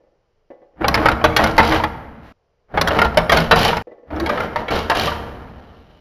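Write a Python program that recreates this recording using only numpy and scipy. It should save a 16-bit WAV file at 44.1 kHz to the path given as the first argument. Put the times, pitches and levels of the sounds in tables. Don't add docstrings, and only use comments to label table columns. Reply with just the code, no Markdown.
import sys
import numpy as np
from scipy import signal
from scipy.io import wavfile
from scipy.ndimage import uniform_filter1d, minimum_filter1d

SR = 44100
rng = np.random.default_rng(int(sys.argv[2]) if len(sys.argv) > 2 else 0)


def to_wav(sig):
    pcm = np.clip(np.atleast_2d(sig), -1, 1) * 32767
    pcm = np.round(pcm).astype(np.int16)
    wavfile.write(sys.argv[1], SR, pcm.T)


N = 264908
T = np.arange(N) / SR

PLACES = [(0, 2.324), (2.324, 3.823), (3.823, 6.1)]
# clutch and slam times in seconds, then trims in dB
CYCLES = [(0.804, 1.580, 0, -2, -1.5, 0.5, -1.5, -16), (2.732, 3.511, 0, 3.5, -2, -0.5, -1.5, -17.5),
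          (4.100, 4.898, -5.5, -2, -6, -15, 5.5, -9)]

# frequency in Hz, relative level in dB.
SHOP_TONE = [(12, -51), (20, -4), (33, -13.5), (143, -19.5), (229, -26.5), (302, -30), (421, -17),
             (1680, -33.5), (3090, -37), (3550, -42), (4820, -38.5), (5850, -40), (15000, -64.5)]
RATTLE_TONE = [(100, -24.5), (220, -7), (330, 1), (500, 2.5), (750, 2.5), (1000, -2.5), (1500, -5.5),
               (2300, -14.5), (3200, -24.5), (6000, -43.5)]
RASP_TONE = [(1200, -1.5), (2500, 2), (3080, 7.5), (3450, -2.5), (3950, 1.5), (5200, -5.5), (5800, -7.5),
             (7000, -13), (11000, -18), (13000, -18.5), (15000, -21)]
RUMBLE_TONE = [(12, -11.5), (28, -4), (45, -0.5), (75, 7), (100, 1), (170, -1), (240, -0.5), (400, -11.5),
               (1000, -79)]
CLANK_TONE = [(60, -22), (200, -16), (450, 3), (750, 0.5), (1300, 0.5), (2000, -3), (3000, -11.5),
              (4500, -22), (7000, -51.5), (15000, -57.5)]
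TICK_TONE = [(500, -26.5), (2000, -5.5), (4300, 6.5), (5600, 2), (7000, -5), (11000, -7), (15000, -14.5)]

# start in seconds, level in dB.
KNOCKS = [(0.0, -50.5), (0.035, -49.5), (0.068, -51.5), (0.12, -56), (0.503, -27.5), (0.514, -44.5),
          (0.561, -54), (0.617, -37), (0.668, -56), (0.735, -45), (3.870, -30), (3.915, -31), (3.98, -39),
          (4.03, -40.5)]
# pitch in Hz, level in dB, t60 (time to die by 60 dB) in seconds.
TABLE_MODES = [(342, -8, 0.069), (497.7, -12, 0.23), (547, -3, 0.033), (825, -30.5, 0.48),
               (1110, -29.5, 0.35), (1780, -26.5, 0.15), (1992, -32, .3), (2492, -38.5, .12)]
# frequency in Hz, t60 in seconds.
ROOM_DECAY = [(100, 0.44), (500, 0.94), (1500, 1), (4000, 0.61), (12000, 0.9)]

# relative levels of rattle, rasp and rumble in dB.
IDLE_DB = (-28.5, -54.5, -29.5)
COAST_STEP_DB, COAST_DB_PER_S = (-3.5, -2, 0.5), (29, 9, 28)
# start from the slam, length and release t60
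# in seconds, then relative levels of rattle, rasp and rumble in dB.
RUN_UP = (-0.775, .2, .15, -23, -57, -26.5)
FORMING = (-0.605, .15, .16, -18, -35, -26.5)
DRIVING = (-0.32, .025, .2, -21.5, -38, -31)
CLINCHING = (-0.195, .065, .36, -13, -23.5, -24.5)
FEEDING = (0.045, .135, .25, -17, -21, -29)

# pitch in Hz, t60 in seconds, level in dB at saddle, head and spool.
FRAME_MODES = [(81.5, 0.3, -21.5, -26.5, -25), (118.7, 0.26, -21, -26, -21.5),
               (168.5, 0.23, -22.5, -17.5, -19), (224.4, 0.25, -20.5, -19.5, -18),
               (318, 0.12, -15.5, -27, -21.5), (468.4, 0.35, -19, -23.5, -19.5),
               (615.3, 0.25, -31.5, -28, -16.5), (696, 0.49, -30, -22, -20.5), (945, 0.2, -22, -21, -24.5),
               (1383, 0.3, -23.5, -21, -18.5), (1810, 0.17, -41.5, -27, -33.5),
               (1940, 0.26, -27.5, -34.5, -25.5), (3930, 0.079, -34, -28, -40)]
# start from the slam, contact time and clank t60 in seconds,
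# note in Hz, note and clink trims in dB, level in dB at the three places, tick trim in dB at the three.
BLOWS = [(-0.795, .003, .07, 645, 2, -25, -60, -60, -22, -30, -30, -30),
         (-0.738, .002, .065, 830, -6, -26, 0.5, 1, -23, -40, -29, -14),
         (-0.699, .0012, .055, 1100, -8, -13, -1, -0.5, -13, -5.5, -6, -8),
         (-0.638, .001, .07, 2207, -10, -9, 1.5, -4, -9, -13, -10, -13),
         (-0.628, .001, .04, 900, -4, -13, -6, -10, -14, -10, -4, -18),
         (-0.606, .003, .07, 570, -4, -16, -5, -3, -2.5, -24, -33, -16),
         (-0.523, .0008, .06, 1280, -6, -13, 7, 1.5, -8.5, -20, -21, -30),
         (-0.495, .001, .062, 1410, -3, -11, 1.5, 3.5, -11, -13, -17, -15),
         (-0.465, .002, .065, 866, -8, -14, -4, -4, -18, -18, -17, -19),
         (-0.367, .001, .032, 730, 2, -6, -16, -23, -30, -28, -9, -20),
         (-0.339, .0005, .09, 616, -3, -19, 8.5, 6, -7, -18, -15, -22),
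         (-0.216, .0007, .09, 2244, -6, -5, 2.5, -1, -11, -10, -14, -24),
         (-0.193, .005, .09, 670, -3, -16, -1, 6, -8, -23, -12, -15),
         (-0.141, .0012, .05, 1447, -1, -17, -6, -2.5, -16, -2, -6, -4),
         (-0.109, .0015, .045, 1483, -7, -18, -6, -9, -16, -12, -6, -6),
         (-0.069, .001, .03, 620, 1, -16, -28, -26, -30, 5, 2, 0),
         (-0.014, .001, .03, 610, -7, -16, -12, -30, -30, -11, -18, -18),
         (0.000, .0006, .072, 900, -7, -13, 17, 17, 0.5, -18, -17, -15),
         (0.015, .005, .065, 700, -1, -24, 4.5, -2, -2, -23, -25, -22),
         (0.048, .004, .068, 747, 0, -10, -8, -1, -11, -24, -14, -21),
         (0.138, .005, .09, 830, -4, -9, 0.5, -0.5, -13, -28, -10, -16),
         (0.176, .004, .075, 790, 3, -20, -7.5, -4.5, -7.5, -23, -19, -21),
         (0.219, .001, .046, 958, 0, -23, -7, -5, -14, -34, -34, -30),
         (0.257, .0015, .055, 850, -4, -21, 0, -6, -20, -20, -14, -27)]
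# pitch in Hz, t60 in seconds, relative level in dB.
STEEL_MODES = [(1866, .07, 3.5), (2020, .04, -5.5), (2420, 0.047, 8), (2742, 0.085, -8), (3040, 0.035, 3.5),
               (3212, 0.015, -9), (3530, 0.017, -7.5), (3920, .06, -2), (4620, 0.043, -12.5),
               (5130, 0.048, -5.5), (5600, 0.046, -17)]
# start and length in seconds, pitch in Hz, level in dB, rise as a share of pitch.
BRIEF_TONES = [(0.798, 0.05, 329, -29.5, 0), (1.289, 0.063, 2240, -34, 0.065), (1.42, .1, 1550, -31, 0.012),
               (3.33, 0.14, 165.5, -28, 0.0076), (3.52, 0.1, 161.7, -28, 0.017),
               (3.905, 0.028, 1980, -57, 0.043), (4.079, 0.215, 318, -32.5, 0.2),
               (4.198, 0.069, 339.7, -27, 0.015), (4.285, .075, 589, -25, 0.016),
               (4.95, 0.17, 3137, -40, 0)]
# start from the slam in seconds, relative level in dB,
# pitch in Hz, t60 in seconds.
THUDS = [(-0.765, -20, 120, .15), (-0.628, -11.5, 76, .15), (-0.463, -8, 61, .14), (-0.334, -17, 40, .2),
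         (-0.04, -17.5, 32, .29), (0.0, -11.5, 74, .12), (0.02, -20, 118, .15)]
# frequency in Hz, gain in dB.
MIC_TONE = [(20, 4), (2300, 0.5), (2620, -1.5), (2900, 0.5), (6000, -2), (6400, -8), (7350, -5.5),
            (7650, -20), (8400, -18.5), (8700, -7.5), (9600, -10), (10100, -2.5), (12800, -1), (15000, -6),
            (16000, -21)]


def amp(db):
    return 10 ** (np.asarray(db) / 20)


def unit(x):
    return x / np.sqrt(np.mean(x ** 2) + 1e-20)


def curve_at(points, hz):
    f, value = np.transpose(points)
    return np.interp(np.log(hz + 1), np.log(f), value)


def add(mix, start, sound):
    part = mix[max(round(start * SR), 0):][:len(sound)]
    part += sound[:len(part)]


def fade(t, t60):
    return np.exp(-np.log(1000) * t / np.maximum(t60, 1e-3))


def colour(x, tone, size=4096):
    log_gain = np.log(amp(curve_at(tone, abs(np.fft.fftfreq(size, 1 / SR)))))
    taps = np.fft.ifft(np.exp(np.conj(signal.hilbert(log_gain)))).real
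    return signal.oaconvolve(x, taps)[:len(x)]


def noise(tone, length=N):
    return unit(colour(rng.standard_normal(length), tone))


def shop_air(level_db=-68):
    return amp(level_db) * noise(SHOP_TONE)


def table_knocks(scuff_db=-7, scuff_t60=.17, rise_s=0.0014):
    out, t = np.zeros(N), T[:SR // 2]
    ring = sum(amp(db) * np.sin(2 * np.pi * hz * t) * fade(t, t60) for hz, db, t60 in TABLE_MODES)
    scuff_tone = [(80, -18.5), (330, -1), (550, 14), (1000, -12.5), (2500, -24), (9000, -50)]
    for start, db in KNOCKS:
        scuff = amp(scuff_db) * noise(scuff_tone, len(t)) * fade(t, scuff_t60)
        add(out, start, amp(db) * (1 - np.exp(-t / rise_s)) * (ring + scuff))
    return out


def room(x, wet_db, onset_s=0.004):
    hz, t, bands = signal.stft(rng.standard_normal(SR), SR, nperseg=256)
    envelope = fade(t, curve_at(ROOM_DECAY, hz)[:, None]) * (1 - np.exp(-t / onset_s))
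    tail = signal.istft(bands * envelope, SR, nperseg=256)[1]
    return x + amp(wet_db) * signal.oaconvolve(x, tail / np.linalg.norm(tail))[:N]


def gear_effort(clutch, slam, coast_db, slip_db=-12, slip_s=.05, engage_s=.025, load_s=.012,
                run_on_s=.26, brake_s=.05):
    slip = amp(slip_db) * np.clip((T - clutch) / slip_s + 1, 0, 1)
    bite = np.clip((T - clutch) / engage_s + .5, 0, 1) ** 2
    turning = np.maximum(bite, slip)
    coast_s = np.maximum(T - slam - run_on_s, 0)
    braking = np.minimum(coast_s / brake_s, 1)
    levels = np.array([turning * amp(db + (step_db + coast_db) * braking - db_per_s * coast_s)
                       for db, step_db, db_per_s in zip(IDLE_DB, COAST_STEP_DB, COAST_DB_PER_S)])
    for offset, length, t60, *load_db in (RUN_UP, FORMING, DRIVING, CLINCHING, FEEDING):
        t = T - slam - offset
        load = np.clip(t / load_s, 0, 1) * fade(np.maximum(t - length, 0), t60)
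        levels = np.hypot(levels, amp(load_db)[:, None] * load)
    return levels


def clicks(per_s, spread_db):
    size = amp(spread_db * np.minimum(rng.exponential(1, N), 3))
    return size * rng.choice([-1, 1], N) * (rng.random(N) < per_s / SR)


def running_gear(effort, rattle_db, rasp_db, rumble_db, level_db=-2.5, grain_t60=0.013):
    rattle_level, rasp_level, rumble_level = amp(level_db) * effort
    chatter = unit(clicks(per_s=1500, spread_db=1))
    catches = uniform_filter1d((chatter + clicks(per_s=270, spread_db=1.5)) ** 2, size=20)
    bursts = np.sqrt(abs(signal.oaconvolve(catches, fade(T[:SR // 20], grain_t60) ** 2)[:N]))
    rattle = amp(rattle_db) * rattle_level * unit(colour(chatter, RATTLE_TONE))
    rasp = amp(rasp_db) * rasp_level * unit(bursts * noise(RASP_TONE))
    rumble = amp(rumble_db) * rumble_level * noise(RUMBLE_TONE)
    return rattle + rasp, rumble


def frame_ring(drive, place, ring_db=0.2):
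    out, t = np.zeros(N), T[:SR]
    for hz, t60, *place_db in FRAME_MODES:
        mode = np.sin(2 * np.pi * hz * t) * fade(t, t60)
        out += amp(place_db[place]) * unit(signal.oaconvolve(drive, mode)[:N])
    return amp(ring_db) * drive.std() * out


def steel_blows(place, slam, clank_db=-10, linger_db=-22, linger_t60=0.15, note_db=-10, note_t60=0.075,
                overtone_ratio=1.48, overtone_db=-7, clink_db=-8, tick_db=-1.5, tick_t60_share=0.55):
    out, t = np.zeros(N), T[:SR // 3]
    clank_noise, tick_noise = noise(CLANK_TONE), noise(TICK_TONE)
    for offset, contact_s, t60, hz, note_trim, clink_trim, *by_place in BLOWS:
        start = slam + offset
        db, tick_trim = by_place[place::len(PLACES)]
        span = slice(round(start * SR), round(start * SR) + len(t))
        clank = amp(clank_db) * clank_noise[span] * (fade(t, t60) + amp(linger_db) * fade(t, linger_t60))
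        phase = 2 * np.pi * hz * t
        partials = np.sin(phase) + amp(overtone_db) * np.sin(overtone_ratio * phase)
        note = amp(note_db + note_trim) * 2 * partials * fade(t, note_t60)
        clink = amp(clink_db + clink_trim) * steel_clink(t)
        tick = amp(tick_db + tick_trim) * tick_noise[span] * fade(t, t60 * tick_t60_share)
        attack = 1 - np.exp(-t / contact_s)
        add(out, start, amp(db) * plate_echoes(attack * (clank + note + clink + tick)))
    return out


def steel_clink(t):
    hz, t60, db = np.transpose(STEEL_MODES)[:, :, None]
    share = amp(db) * rng.standard_normal(hz.shape)
    modes = share * np.sin(2 * np.pi * hz * t) * fade(t, t60)
    return modes.sum(0) * np.sqrt(2 / np.sum(share ** 2))


def plate_echoes(x, echo_db=-4, longest_s=.003, low_cut_hz=800, count=5):
    delays, signs = rng.uniform(.1, 1, count) * longest_s, rng.choice([-1, 1], count)
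    bright = signal.sosfilt(signal.butter(2, low_cut_hz, "high", fs=SR, output="sos"), x)
    out = x.copy()
    for delay, sign in zip(delays, signs):
        add(out, delay, sign * amp(echo_db) / np.sqrt(count) * bright)
    return out * x.std() / out.std()


def brief_tones(start, end, waver=0.02, roughness=.45):
    out = np.zeros(N)
    for onset, length, hz, db, glide in BRIEF_TONES:
        wobble = unit(uniform_filter1d(rng.standard_normal((2, SR)), size=300))
        drift, flutter = wobble[:, :int(length * SR)]
        pitch = hz * (1 + waver * drift + glide * np.linspace(-.5, .5, len(drift)))
        swell = np.hanning(len(drift)) * (1 + roughness * flutter)
        if start <= onset < end:
            add(out, onset, amp(db) * swell * 2 * np.sin(2 * np.pi * np.cumsum(pitch) / SR))
    return out


def head_thuds(slam, level_db, rise_s=0.024):
    out, t = np.zeros(N), T[:SR // 2]
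    attack = 1 - np.exp(-t / rise_s)
    for offset, db, hz, t60 in THUDS:
        add(out, slam + offset, amp(db + level_db) * attack * np.sin(2 * np.pi * hz * t) * fade(t, t60))
    return out


def feed_pawl(slam, trim_db, level_db=-14, spread_db=2, clink_db=-10, teeth=6,
              first_s=.052, tooth_s=.0225, jitter_s=.003, rise_s=0.00077, t60=0.016):
    out, t = np.zeros(N), T[:SR // 10]
    tick_noise = noise(TICK_TONE)
    attack = 1 - np.exp(-t / rise_s)
    for tooth, (late, force) in enumerate(rng.standard_normal((teeth, 2))):
        start = slam + first_s + tooth * tooth_s + jitter_s * late
        tick = tick_noise[round(start * SR):][:len(t)] * fade(t, t60)
        clink = amp(clink_db) * steel_clink(t)
        add(out, start, amp(trim_db + level_db + spread_db * force) * attack * (tick + clink))
    return out


def booklet_slide(start=2.21, length=.14, level_db=-50):
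    out = np.zeros(N)
    swell = np.hanning(int(length * SR)) ** .5
    paper = noise([(300, -8), (900, 0), (2500, -6), (5000, -18), (14000, -30)])
    add(out, start, amp(level_db) * swell * paper[:len(swell)])
    return out * (T < PLACES[0][1])


def scene():
    mix = shop_air() + room(table_knocks(), wet_db=-9) + booklet_slide()
    for place, (start, end) in enumerate(PLACES):
        clutch, slam, rattle_db, rasp_db, rumble_db, thud_db, coast_db, wet_db = CYCLES[place]
        effort = gear_effort(clutch, slam, coast_db)
        gear, rumble = running_gear(effort, rattle_db, rasp_db, rumble_db)
        metal = gear + steel_blows(place, slam) + feed_pawl(slam, rasp_db)
        direct = metal + frame_ring(metal, place) + brief_tones(start, end)
        cycle = room(direct, wet_db) + rumble + head_thuds(slam, thud_db)
        mix += cycle * (T < end)
    return mix[None]


def record(dry, threshold_db=-12, squeeze=0.1, recover_db_per_s=70, ceiling=.97, high_cut_hz=15900):
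    x = colour(dry[0], MIC_TONE)
    power_db = 10 * np.log10(abs(uniform_filter1d(x ** 2, size=200)) + 1e-12)
    fall_db = T * recover_db_per_s
    held_db = np.maximum.accumulate(power_db + fall_db) - fall_db
    over_db = np.maximum(held_db - threshold_db, 0)
    x = x / amp(squeeze * uniform_filter1d(over_db, size=100))
    limiter_gain = ceiling / np.maximum(abs(x), ceiling)
    x = x * uniform_filter1d(minimum_filter1d(limiter_gain, size=41), size=41)
    low_pass = signal.firwin(511, high_cut_hz, window=("kaiser", 9), fs=SR)
    return signal.oaconvolve(x, low_pass, "same")[None]


dry = scene()
out = record(dry)
to_wav(out)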